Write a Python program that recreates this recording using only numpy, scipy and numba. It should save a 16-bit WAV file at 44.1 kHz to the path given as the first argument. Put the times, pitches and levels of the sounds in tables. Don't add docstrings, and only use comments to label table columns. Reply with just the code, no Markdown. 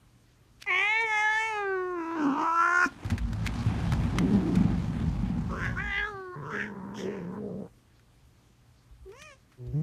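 import sys
import numpy as np
from scipy import signal
from scipy.io import wavfile
from scipy.ndimage import uniform_filter1d
from numba import njit

SR = 44100
rng = np.random.default_rng(int(sys.argv[2]) if len(sys.argv) > 2 else 0)


def int16_out(signal):
    q = np.round(np.clip(np.atleast_2d(signal).T, -1, 1) * 32767)
    wavfile.write(sys.argv[1], SR, q.astype(np.int16))


N = 433062


def undb(db):
    return 10 ** (np.asarray(db) / 20)


def unit(x, span_s=0.):
    power = uniform_filter1d(x ** 2, int(span_s * SR)) if span_s else np.mean(x ** 2)
    return x / np.sqrt(power + 1e-18)


@njit
def svf(x, tuning, damping):
    y, band_state, low_state = np.empty(len(x)), 0., 0.
    for i in range(len(x)):
        g, k = tuning[i], damping[i]
        v = (band_state + g * (x[i] - low_state)) / (1 + g * (g + k))
        band_state = 2 * v - band_state
        low_state = low_state + 2 * g * v
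        y[i] = k * v
    return y


def band(x, hz, width, order=1):
    tuning = np.tan(np.pi * hz / SR) + 0 * x
    damping = width / hz + 0 * x
    for _ in range(order):
        x = svf(x, tuning, damping)
    return x


def walk(rate, count=N):
    hold = int(SR / rate)
    levels = np.repeat(rng.standard_normal(count // hold + 1), hold)
    return 1.512 * uniform_filter1d(levels, hold)[:count]


def coloured(points, flicker_db):
    hz, db = np.transpose(points)
    out = 0
    for f in 35 * 2 ** np.arange(0, 8.9, .5):
        gain_db = np.interp(np.log(f), np.log(hz), db) + flicker_db * walk(16)
        out = out + undb(gain_db) * band(rng.standard_normal(N), f, f / 1.81, order=2)
    return unit(out)


# frequency in Hz, relative density in dB per Hz.
ROOM_SPECTRUM = [(15, -40), (25, -9), (43, -4.5), (122, -13), (313, -20), (567, -29.5), (1050, -28.5),
                 (1300, -30), (2230, -33.5), (2630, -34), (12200, -41.5), (15500, -41)]
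# frequency in Hz, mean rms level in dB.
HUM_TONES = [(59.5, -76.5), (119, -65.5)]
ROOM_DB = -61


def room():
    t = np.arange(N) / SR
    hum = 0
    for hz, db in HUM_TONES:
        hum = hum + np.sqrt(2) * undb(db + 1.6 * walk(27.0)) * np.sin(2 * np.pi * hz * t)
    return undb(ROOM_DB) * coloured(ROOM_SPECTRUM, 1.3) + hum


# time in seconds, deepest drum mode in dB, drum rumble in dB, roller hiss in dB.
WHEEL_LEVELS = [(2.8, -99, -99, -99), (2.85, -86, -86, -45), (2.92, -59, -60, -49), (3.03, -59, -65, -46.5),
                (3.059, -34, -49, -45.5), (3.13, -38, -24.5, -39.5), (3.18, -34, -46, -49.5),
                (3.42, -39, -34, -44), (3.63, -39, -29.5, -39), (3.87, -24.5, -24.5, -37.5),
                (4.19, -36, -30.5, -41), (4.6, -36.5, -31.5, -41), (5.06, -34, -28.5, -45),
                (5.22, -26.5, -32, -46.5), (5.36, -42, -33, -49), (5.68, -39, -33, -46),
                (5.97, -38, -49, -56), (6.12, -58, -62, -55), (6.3, -82, -89, -65), (6.5, -88, -95, -83)]
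# frequency in Hz, width in Hz, relative level in dB.
DRUM_MODES = [(54.5, 11, 0), (74, 25, 0), (109, 25, 1), (161.6, 49.4, 0.5), (231.8, 11, -4.5),
              (370, 250, -23)]
# frequency in Hz, relative density in dB per Hz.
ROLLER_SPECTRUM = [(180, -4.5), (300, -2.5), (444, -26.5), (943, -5), (1110, -14.5), (6620, -32.5),
                   (12900, -47.5), (14300, -49), (15000, -85)]


def wheel():
    s, deep_db, drum_db, hiss_db = np.transpose(WHEEL_LEVELS)
    t = np.arange(N) / SR
    bumps = rng.standard_normal(N) * undb(1.2 * walk(40) + 1.3 * walk(9.0))
    deep, *modes = (undb(db) * unit(band(bumps, hz, width, order=2)) for hz, width, db in DRUM_MODES)
    hiss = coloured(ROLLER_SPECTRUM, 1.6) * undb(1.5 * walk(300))
    layers = [(deep, deep_db), (sum(modes), drum_db), (hiss, hiss_db)]
    return sum(unit(x) * undb(np.interp(t, s, db)) for x, db in layers)


def add(out, s, x):
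    i = int(s * SR)
    out[i:i + len(x)] += x[:len(out) - i]


# time of the crack in seconds, level in dB, centre in Hz, ring time to -60 dB in seconds,
# rise time constant of the lead-in in seconds.
CLICK_EVENTS = [(0.624, -33.5, 2600, 0.016, 0.0086), (0.641, -47, 1950, 0.023, 0.002),
                (3.047, -42.5, 1270, 0.08, 0.002), (3.062, -42, 3000, 0.016, .001),
                (3.101, -32, 1510, 0.024, 0.0018), (3.106, -33.5, 1780, .04, .001),
                (3.1794, -34, 1610, 0.05, 0.00089), (3.331, -37.5, 1460, 0.031, 0.0018),
                (3.465, -28, 1890, 0.034, 0.01), (3.474, -27.5, 2420, 0.013, .002),
                (3.831, -43, 1000, 0.022, 0.002), (3.922, -30, 1150, 0.031, 0.002),
                (3.9343, -28, 1190, 0.015, 0.0016), (4.1856, -22, 1670, 0.02, 0.0011),
                (4.555, -34, 1530, 0.053, 0.002), (5.651, -41, 1750, 0.017, .002),
                (7.9952, -56, 1410, 0.019, 0.0007), (9.092, -59, 2000, 0.037, 0.0019),
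                (9.119, -53, 2400, .03, .002), (9.2197, -44, 2800, 0.046, 0.0018),
                (9.519, -60, 1500, .15, 0.023), (9.668, -63, 3700, .06, .008)]


def clicks():
    out, t, lead_s = np.zeros(N), np.arange(int(.2 * SR)) / SR, .03
    for s, db, hz, t60, rise_s in CLICK_EVENTS:
        noise = rng.standard_normal(len(t))
        crack = unit(band(noise, hz, 0.62 * hz)) + 0.016 * unit(band(noise, 6000, 11000))
        lead_in = 0.29 * np.exp((t - lead_s) / max(rise_s, 1e-4))
        ring = np.exp(-np.log(1000) * (t - lead_s) / t60)
        add(out, s - lead_s, 1.03 * undb(db) * crack * np.where(t < lead_s, lead_in, ring))
    return out


# start in seconds, level in dB, frequency in Hz.
THUD_EVENTS = [(2.859, -20.5, 277.3), (3.049, -23.5, 102), (3.118, -21, 92), (3.241, -26, 98),
               (3.316, -27, 102), (3.663, -17, 108.4), (3.72, -23.5, 189), (3.924, -15, 132),
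               (4.191, -19, 193), (4.531, -18, 180), (4.569, -12, 178), (4.608, -13, 185),
               (4.65, -14.5, 182), (4.778, -20, 176), (5.23, -18, 186), (5.3, -16.5, 186), (5.38, -30, 185),
               (6.139, -38.5, 118), (8.239, -49.5, 71.7), (8.548, -58.5, 118.6), (8.906, -42.5, 55),
               (9.007, -42, 58), (9.215, -49, 174), (9.671, -33, 65)]


def thuds():
    out, t = np.zeros(N), np.arange(int(.2 * SR)) / SR
    for s, db, hz in THUD_EVENTS:
        shape = np.exp(-t * hz / 2.6) * (1 - np.exp(-t / 0.0015))
        add(out, s, 1.07 * undb(db) * np.sin(2 * np.pi * hz * t) * shape)
    return out


# start in seconds, end in seconds, cycle irregularity from 0 to 1,
# depth of a slow second vibration from 0 to 1, strong-weak alternation from 0 to 1.
HOARSE_SPELLS = [(.6, .76, .035, .12, .3), (.76, .83, .035, .4, .05), (.83, 1.7, .008, .07, 0),
                 (1.95, 2.16, .06, .15, .08), (2.16, 2.46, .22, .25, .15), (2.46, 2.6, .045, .2, 0),
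                 (2.6, 2.8, .04, .33, 0), (2.8, 2.95, .12, .3, .1), (4.0, 4.5, .27, .2, 0),
                 (4.5, 5.48, .5, .3, 0), (5.48, 5.76, .17, .3, .15), (5.76, 6.09, .045, .25, .1),
                 (6.35, 7.8, .33, .4, .25), (9.0, 9.45, .012, .2, 0), (9.5, 9.9, .07, .1, 0)]
CLEAR_RASP, CLEAR_DEPTH, RASP_BLEND_S = .005, .03, .05


def hoarseness(t):
    state = np.array([[CLEAR_RASP], [CLEAR_DEPTH], [0]]) + 0 * t
    for start, end, *spell in HOARSE_SPELLS:
        state = np.where((t >= start) & (t < end), np.array(spell)[:, None], state)
    return uniform_filter1d(state, int(RASP_BLEND_S * SR))


@njit
def cycles(hz, rasp, pairing, chance):
    phase, size, p, k = np.empty(len(hz)), np.empty(len(hz)), 0., 0
    for i in range(len(hz)):
        p += hz[i] * np.exp(rasp[i] * chance[k, 0]) / SR
        if p >= 1:
            p, k = p - 1, k + 1
        phase[i] = p
        size[i] = np.exp(rasp[i] * chance[k, 1]) * (1 + pairing[i] * (2 * (k % 2) - 1))
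    return phase, size


THROB_HZ = 68.5
OVERTONE_DRIFT_DB = 3


def folds(hz, rasp, depth, pairing):
    count = len(hz)
    throb = unit(band(rng.standard_normal(count), THROB_HZ, 45, order=2), .05)
    loose = depth * np.clip(throb, -1.4, 1.4)
    tremor = 1 + .0025 * walk(30, count=count) + .06 * loose
    phase, size = cycles(hz * tremor, rasp, pairing, rng.standard_normal((2000, 2)) * [.3, .35])
    size = uniform_filter1d(size, size=40) * (1 + loose)
    harmonics = 0
    for k in range(1, 40):
        drift = undb(OVERTONE_DRIFT_DB * min(k / 8, 1) * walk(14, count=count))
        harmonics = harmonics + np.cos(2 * np.pi * k * phase) * (k * hz < 14000) * drift
    snap = unit(harmonics * size)
    breath = unit(rng.standard_normal(count) * np.exp(-phase / 4.3) * np.sqrt(size))
    return snap, breath


# frequency in Hz, width in Hz, overtone gain in dB, breath gain in dB.
HEAD_MODES = [(5350, 1700, -3.5, 2.5), (6480, 1600, -4.5, -2), (8000, 1400, -11.5, -9),
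              (9200, 1100, -8.5, -22), (11900, 3000, -28, -14.5)]


def head_resonance(snap, breath, rasp):
    clear = np.exp(-rasp / .045)
    out = 0
    for k, (hz, width, voice_db, air_db) in enumerate(HEAD_MODES):
        source = undb(voice_db) * clear * snap + undb(air_db) * (.5 - .2 * clear) * breath
        out = out + (-1) ** k * band(source, hz, width, order=2)
    return out


# time in seconds, frequency in Hz.
PALATE_TRACK = [(.66, 2720), (.76, 2710), (.9, 3430), (1.04, 3700), (1.06, 3270), (1.12, 3260), (1.4, 3120),
                (1.52, 2550), (1.68, 2180), (1.95, 2137), (2.14, 2140), (2.24, 2609), (2.45, 2500),
                (2.88, 2407), (5.5, 2443), (5.66, 3030), (5.8, 3180), (6.02, 2980), (6.12, 4280),
                (6.34, 4400), (6.47, 2900), (6.9, 3020), (7.03, 3320), (7.08, 2480), (7.7, 2405),
                (9.05, 2370), (9.26, 2710), (9.4, 2510)]
PALATE_WIDTH_HZ = 1500
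THIN_ABOVE_HZ, THIN_WIDTH_HZ = 1000, 710
CHEST_HZ, CHEST_WIDTH_HZ, CHEST_DB = 125, 78, -8
SINUS_HZ, SINUS_WIDTH_HZ, SINUS_DB = 1430, 790, -6.5


def call(t, hz, base_db, throat_hz, throat_db, mouth_hz, mouth_db, palate_db, treble_db, nose_hz=900, nose_db=None):
    first, count = int(round(t[0] * SR)), len(t)
    rasp, depth, pairing = hoarseness(t)
    palate_hz = np.interp(t, *np.transpose(PALATE_TRACK))
    snap, breath = folds(hz, rasp, depth, pairing)
    low = snap + (.01 + 1.7 * rasp) * breath
    high = (1 - rasp) * snap + (.012 + 2.2 * rasp) * breath
    mouth = band(high, mouth_hz, (.13 + .4 * rasp) * mouth_hz)
    mouth = band(mouth, mouth_hz, .9 * mouth_hz, order=3)
    parts = [(band(low, hz, hz * (0.57 + 0.076 * rasp), order=3), base_db),
             (band(low, throat_hz, 0.48 * throat_hz, order=3), throat_db),
             (-mouth, mouth_db),
             (band(high, palate_hz, PALATE_WIDTH_HZ, order=3), palate_db),
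             (head_resonance(snap, breath, rasp), treble_db),
             (band(low, 0.76 * hz, .5 * hz, order=2), base_db + 2.5 + 13.0 * np.log10(rasp))]
    if nose_db is not None:
        parts += [(band(high, nose_hz, 0.25 * nose_hz, order=3), nose_db),
                  (band(high, SINUS_HZ, SINUS_WIDTH_HZ, order=4), nose_db + SINUS_DB),
                  (band(low, CHEST_HZ, CHEST_WIDTH_HZ, order=2), base_db + CHEST_DB)]
    voice = sum(unit(x, 0.11) * undb(db) for x, db in parts)
    thin_band = band(voice, palate_hz + THIN_ABOVE_HZ, THIN_WIDTH_HZ)
    edge = np.clip(np.minimum(t - t[0], t[-1] - t) / 0.0038, 0, 1)
    out = np.zeros(N)
    out[first:first + count] = edge * (voice - thin_band)
    return out


def span(start_s, end_s):
    return np.arange(int(start_s * SR), min(int(end_s * SR), N)) / SR


# start in seconds, end in seconds, attack in seconds, fold rate in Hz, glide in Hz per second,
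# fundamental in dB, level slope in dB per second, throat in Hz, throat in dB, nose in Hz, nose in dB.
GROWL_EVENTS = [(4.102, 4.786, 0.088, 200.1, -14.5, -25, -13, 255, -32.5, 747, -53.5),
                (4.74, 5.544, 0.074, 185.8, 4.5, -40.5, 1.5, 246, -82, 810, -64.5),
                (5.49, 5.766, 0.024, 180.5, -2, -43.5, 2, 445, -46, 1070, -47),
                (6.345, 6.565, 0.02, 154.6, 60.5, -47.5, 8, 395, -40, 1020, -48),
                (6.5, 7.397, 0.055, 199.6, 1, -39, 0, 397, -43.5, 950, -52.5),
                (7.319, 7.687, 0.087, 205.7, -9, -38.5, 4.5, 435, -45, 850, -58),
                (9.569, 9.768, 0.05, 120.7, 2.5, -38, 14, 360, -50, 950, -77),
                (9.719, 9.92, 0.04, 131, 306, -36, 4, 340, -45, 960, -69)]
# widest moment in seconds, opening time in seconds,
# closing time in seconds, mouth in Hz, mouth in dB, palate in dB, treble in dB.
SNARL_EVENTS = [(5.655, 0.18, 0.15, 1720, -32, -54, -57), (6.616, 0.2, 0.13, 1780, -32, -55.5, -59),
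                (6.995, 0.06, 0.13, 1960, -49.5, -47.5, -49), (7.12, 0.11, 0.24, 1860, -54.5, -56.5, -68),
                (9.799, 0.12, .1, 2200, -77, -75, -77)]
SHUT_DB = -104
GAPE_KNEE = 0.18
JAW_SAG_HZ_PER_S = 1150
NOSE_SWELL = 0.35
GROWL_RELEASE_S, GROWL_WAVER_DB, GROWL_WANDER = 0.063, 3.5, .18


def growl(start, end, attack, hz, glide, base_db, fade, throat_hz, throat_db, shut_hz, shut_db):
    t = span(start, end)
    held = np.clip(np.minimum((t - start) / attack, (end - t) / GROWL_RELEASE_S), .03, 1)
    held_db = 20 * np.log10(held)
    effort_db = held_db + fade * (t - start)
    mouth_hz, upper_db = shut_hz + 0 * t, np.full((3, len(t)), 1. * SHUT_DB)
    for widest, opening, closing, wide_hz, *wide_db in SNARL_EVENTS:
        before = t < widest
        gape = np.interp(t, [widest - opening, widest, widest + closing], [0, 1, 0]) ** np.where(before, 1, 2)
        sagging_hz = wide_hz - JAW_SAG_HZ_PER_S * (t - widest)
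        jaw_hz = np.where(before, shut_hz + gape * (wide_hz - shut_hz), sagging_hz)
        mouth_hz = np.where(gape > 0, np.maximum(jaw_hz, mouth_hz), mouth_hz)
        rise_db = np.maximum(np.array(wide_db)[:, None] - upper_db, 0)
        upper_db = upper_db + gape ** GAPE_KNEE * rise_db
    base_waver, throat_waver, nose_waver = [GROWL_WAVER_DB * walk(9.85, count=len(t)) for _ in range(3)]
    rasp = hoarseness(t)[0]
    hz = (hz + glide * (t - start)) * (1 + GROWL_WANDER * rasp * walk(12, count=len(t)))
    return call(t, hz, base_db + effort_db + base_waver, throat_hz, throat_db + effort_db + throat_waver,
                uniform_filter1d(mouth_hz, size=800), *upper_db,
                nose_hz=shut_hz, nose_db=shut_db + NOSE_SWELL * held_db + nose_waver)


# time in seconds, vocal fold rate in Hz, fundamental in dB, throat in dB,
# mouth in Hz, mouth in dB, palate in dB, treble in dB.
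FIRST_YOWL_TRACK = [(0.66, 383, -62.5, -44, 2130, -49, -63.5, -59.5),
                    (0.68, 427, -48, -47, 2130, -29.5, -70, -70),
                    (0.71, 350, -42, -33.5, 2230, -26, -47.5, -62),
                    (0.79, 378, -40.5, -36.5, 2230, -26, -56, -52.5),
                    (0.91, 436.6, -54, -34, 2190, -25.5, -47.5, -57.5),
                    (1.0, 451, -44, -36, 2100, -27, -43.5, -56),
                    (1.015, 460, -43, -31.5, 2130, -29, -46, -49),
                    (1.045, 453, -37.5, -33.5, 2100, -30.5, -52, -62),
                    (1.07, 439, -44, -37.5, 2100, -33.5, -64, -55.5),
                    (1.13, 429.3, -49, -31, 1930, -28, -48, -50),
                    (1.2, 422.4, -50, -29, 1900, -27, -43.5, -46.5),
                    (1.3, 430, -52, -30.5, 1825, -26.5, -45, -53.5),
                    (1.38, 440, -52, -33.5, 1817, -27.5, -42, -49),
                    (1.41, 440.6, -47, -34, 2070, -29.5, -47, -48),
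                    (1.48, 446, -47, -35, 2090, -36, -44, -52.5),
                    (1.58, 413.4, -38, -32, 1620, -44, -41, -59),
                    (1.67, 391.7, -32, -40, 1460, -36.5, -48.5, -74),
                    (1.78, 371.2, -29, -39, 1564, -40.5, -55.5, -71),
                    (1.93, 360, -32.5, -39.5, 1520, -51.5, -60, -73),
                    (2.02, 322.3, -35.5, -41.5, 1426, -45, -52.5, -66),
                    (2.14, 333.6, -36.5, -38, 1432, -50, -50.5, -67.5),
                    (2.24, 287, -27.5, -36.5, 1407, -42.5, -50.5, -55),
                    (2.29, 270.8, -26.5, -36, 1398, -44, -52.5, -63),
                    (2.33, 274.3, -30.5, -39, 1345, -39, -51, -61),
                    (2.36, 301.8, -38, -33.5, 1320, -46, -50, -64),
                    (2.42, 308.7, -33.5, -28, 1247, -35.5, -47, -54),
                    (2.49, 331.7, -46, -28, 1340, -41, -50.5, -59.5),
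                    (2.6, 337.6, -45.5, -36, 1312, -20, -50, -52),
                    (2.69, 350, -42, -30.5, 1477, -27.5, -51, -52),
                    (2.85, 357.8, -40.5, -31, 1474, -22, -47, -43),
                    (2.86, 337.6, -41, -36, 1442, -31, -44, -46),
                    (2.88, 342, -55, -67, 1450, -75, -64, -47)]
SECOND_YOWL_TRACK = [(5.757, 345, -44, -54, 1370, -47, -70, -69),
                     (5.775, 352, -50, -57, 1410, -34.5, -77, -62),
                     (5.8, 386.4, -53, -40, 1790, -31.5, -68, -68),
                     (5.842, 414, -55, -45.5, 1790, -37, -58, -63),
                     (5.926, 399.5, -61, -44, 1900, -32.5, -45.5, -65),
                     (5.986, 400.4, -47.5, -43, 1865, -28, -38.5, -71),
                     (6.092, 429, -45.5, -49, 1370, -36.5, -59.5, -61.5),
                     (6.152, 389.3, -43, -42, 1570, -56, -66.5, -80),
                     (6.31, 360, -40, -51, 1400, -50.5, -76, -96),
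                     (6.355, 357, -51, -41.5, 1493, -53, -69, -71)]
MEW_TRACK = [(9.045, 375, -90, -85.5, 1940, -91, -96.5, -93),
             (9.061, 385, -48, -71, 2020, -97, -92.5, -96.5),
             (9.099, 370.6, -44, -74.5, 1920, -85, -80, -80), (9.133, 458, -53, -54, 1860, -70, -70, -74.5),
             (9.201, 591, -61, -60, 1890, -58, -57, -57.5), (9.261, 628, -61, -54.5, 2300, -51.5, -62, -61),
             (9.33, 541, -56, -60, 1760, -58, -59, -65), (9.35, 513, -64, -66, 1700, -76, -73.5, -70.5),
             (9.375, 560, -70, -86, 1790, -91, -90, -83)]
YOWL_THROAT_HZ, SECOND_THROAT_HZ, MEW_THROAT_HZ = 983, 1026, 1100
PITCH_SLUR_S = .04


def yowl(table, throat_hz):
    s, *columns = np.transpose(table)
    t = span(s[0], s[-1])
    hz, base_db, throat_db, *upper = (np.interp(t, s, c) for c in columns)
    slurred_hz = uniform_filter1d(hz, int(PITCH_SLUR_S * SR))
    return call(t, slurred_hz, base_db, throat_hz, throat_db, *upper)


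ECHO_T60_S, ECHO_DB = .18, -22


def echo(near):
    t = np.arange(int(.4 * SR)) / SR
    tail = band(rng.standard_normal(len(t)), 900, 2400) * np.exp(-np.log(1000) * t / ECHO_T60_S) * (t > .004)
    return undb(ECHO_DB) * signal.fftconvolve(near, tail / np.sqrt(np.sum(tail ** 2)))[:N]


def scene():
    sung = (yowl(FIRST_YOWL_TRACK, YOWL_THROAT_HZ) + yowl(SECOND_YOWL_TRACK, SECOND_THROAT_HZ)
            + yowl(MEW_TRACK, MEW_THROAT_HZ))
    growled = sum(growl(*g) for g in GROWL_EVENTS)
    near = sung + growled + clicks() + thuds()
    return (near + echo(near) + wheel() + room())[None]


BASS_CUT_HZ, CAPSULE_HZ, TOP_HZ = 36, 13500, 15600


def record(dry):
    capsule = signal.butter(3, [BASS_CUT_HZ, CAPSULE_HZ], "bandpass", fs=SR, output="sos")
    top_cut = signal.ellip(10, .2, 70, TOP_HZ, fs=SR, output="sos")
    return signal.sosfilt(top_cut, signal.sosfilt(capsule, dry))


dry = scene()
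out = record(dry)
int16_out(out)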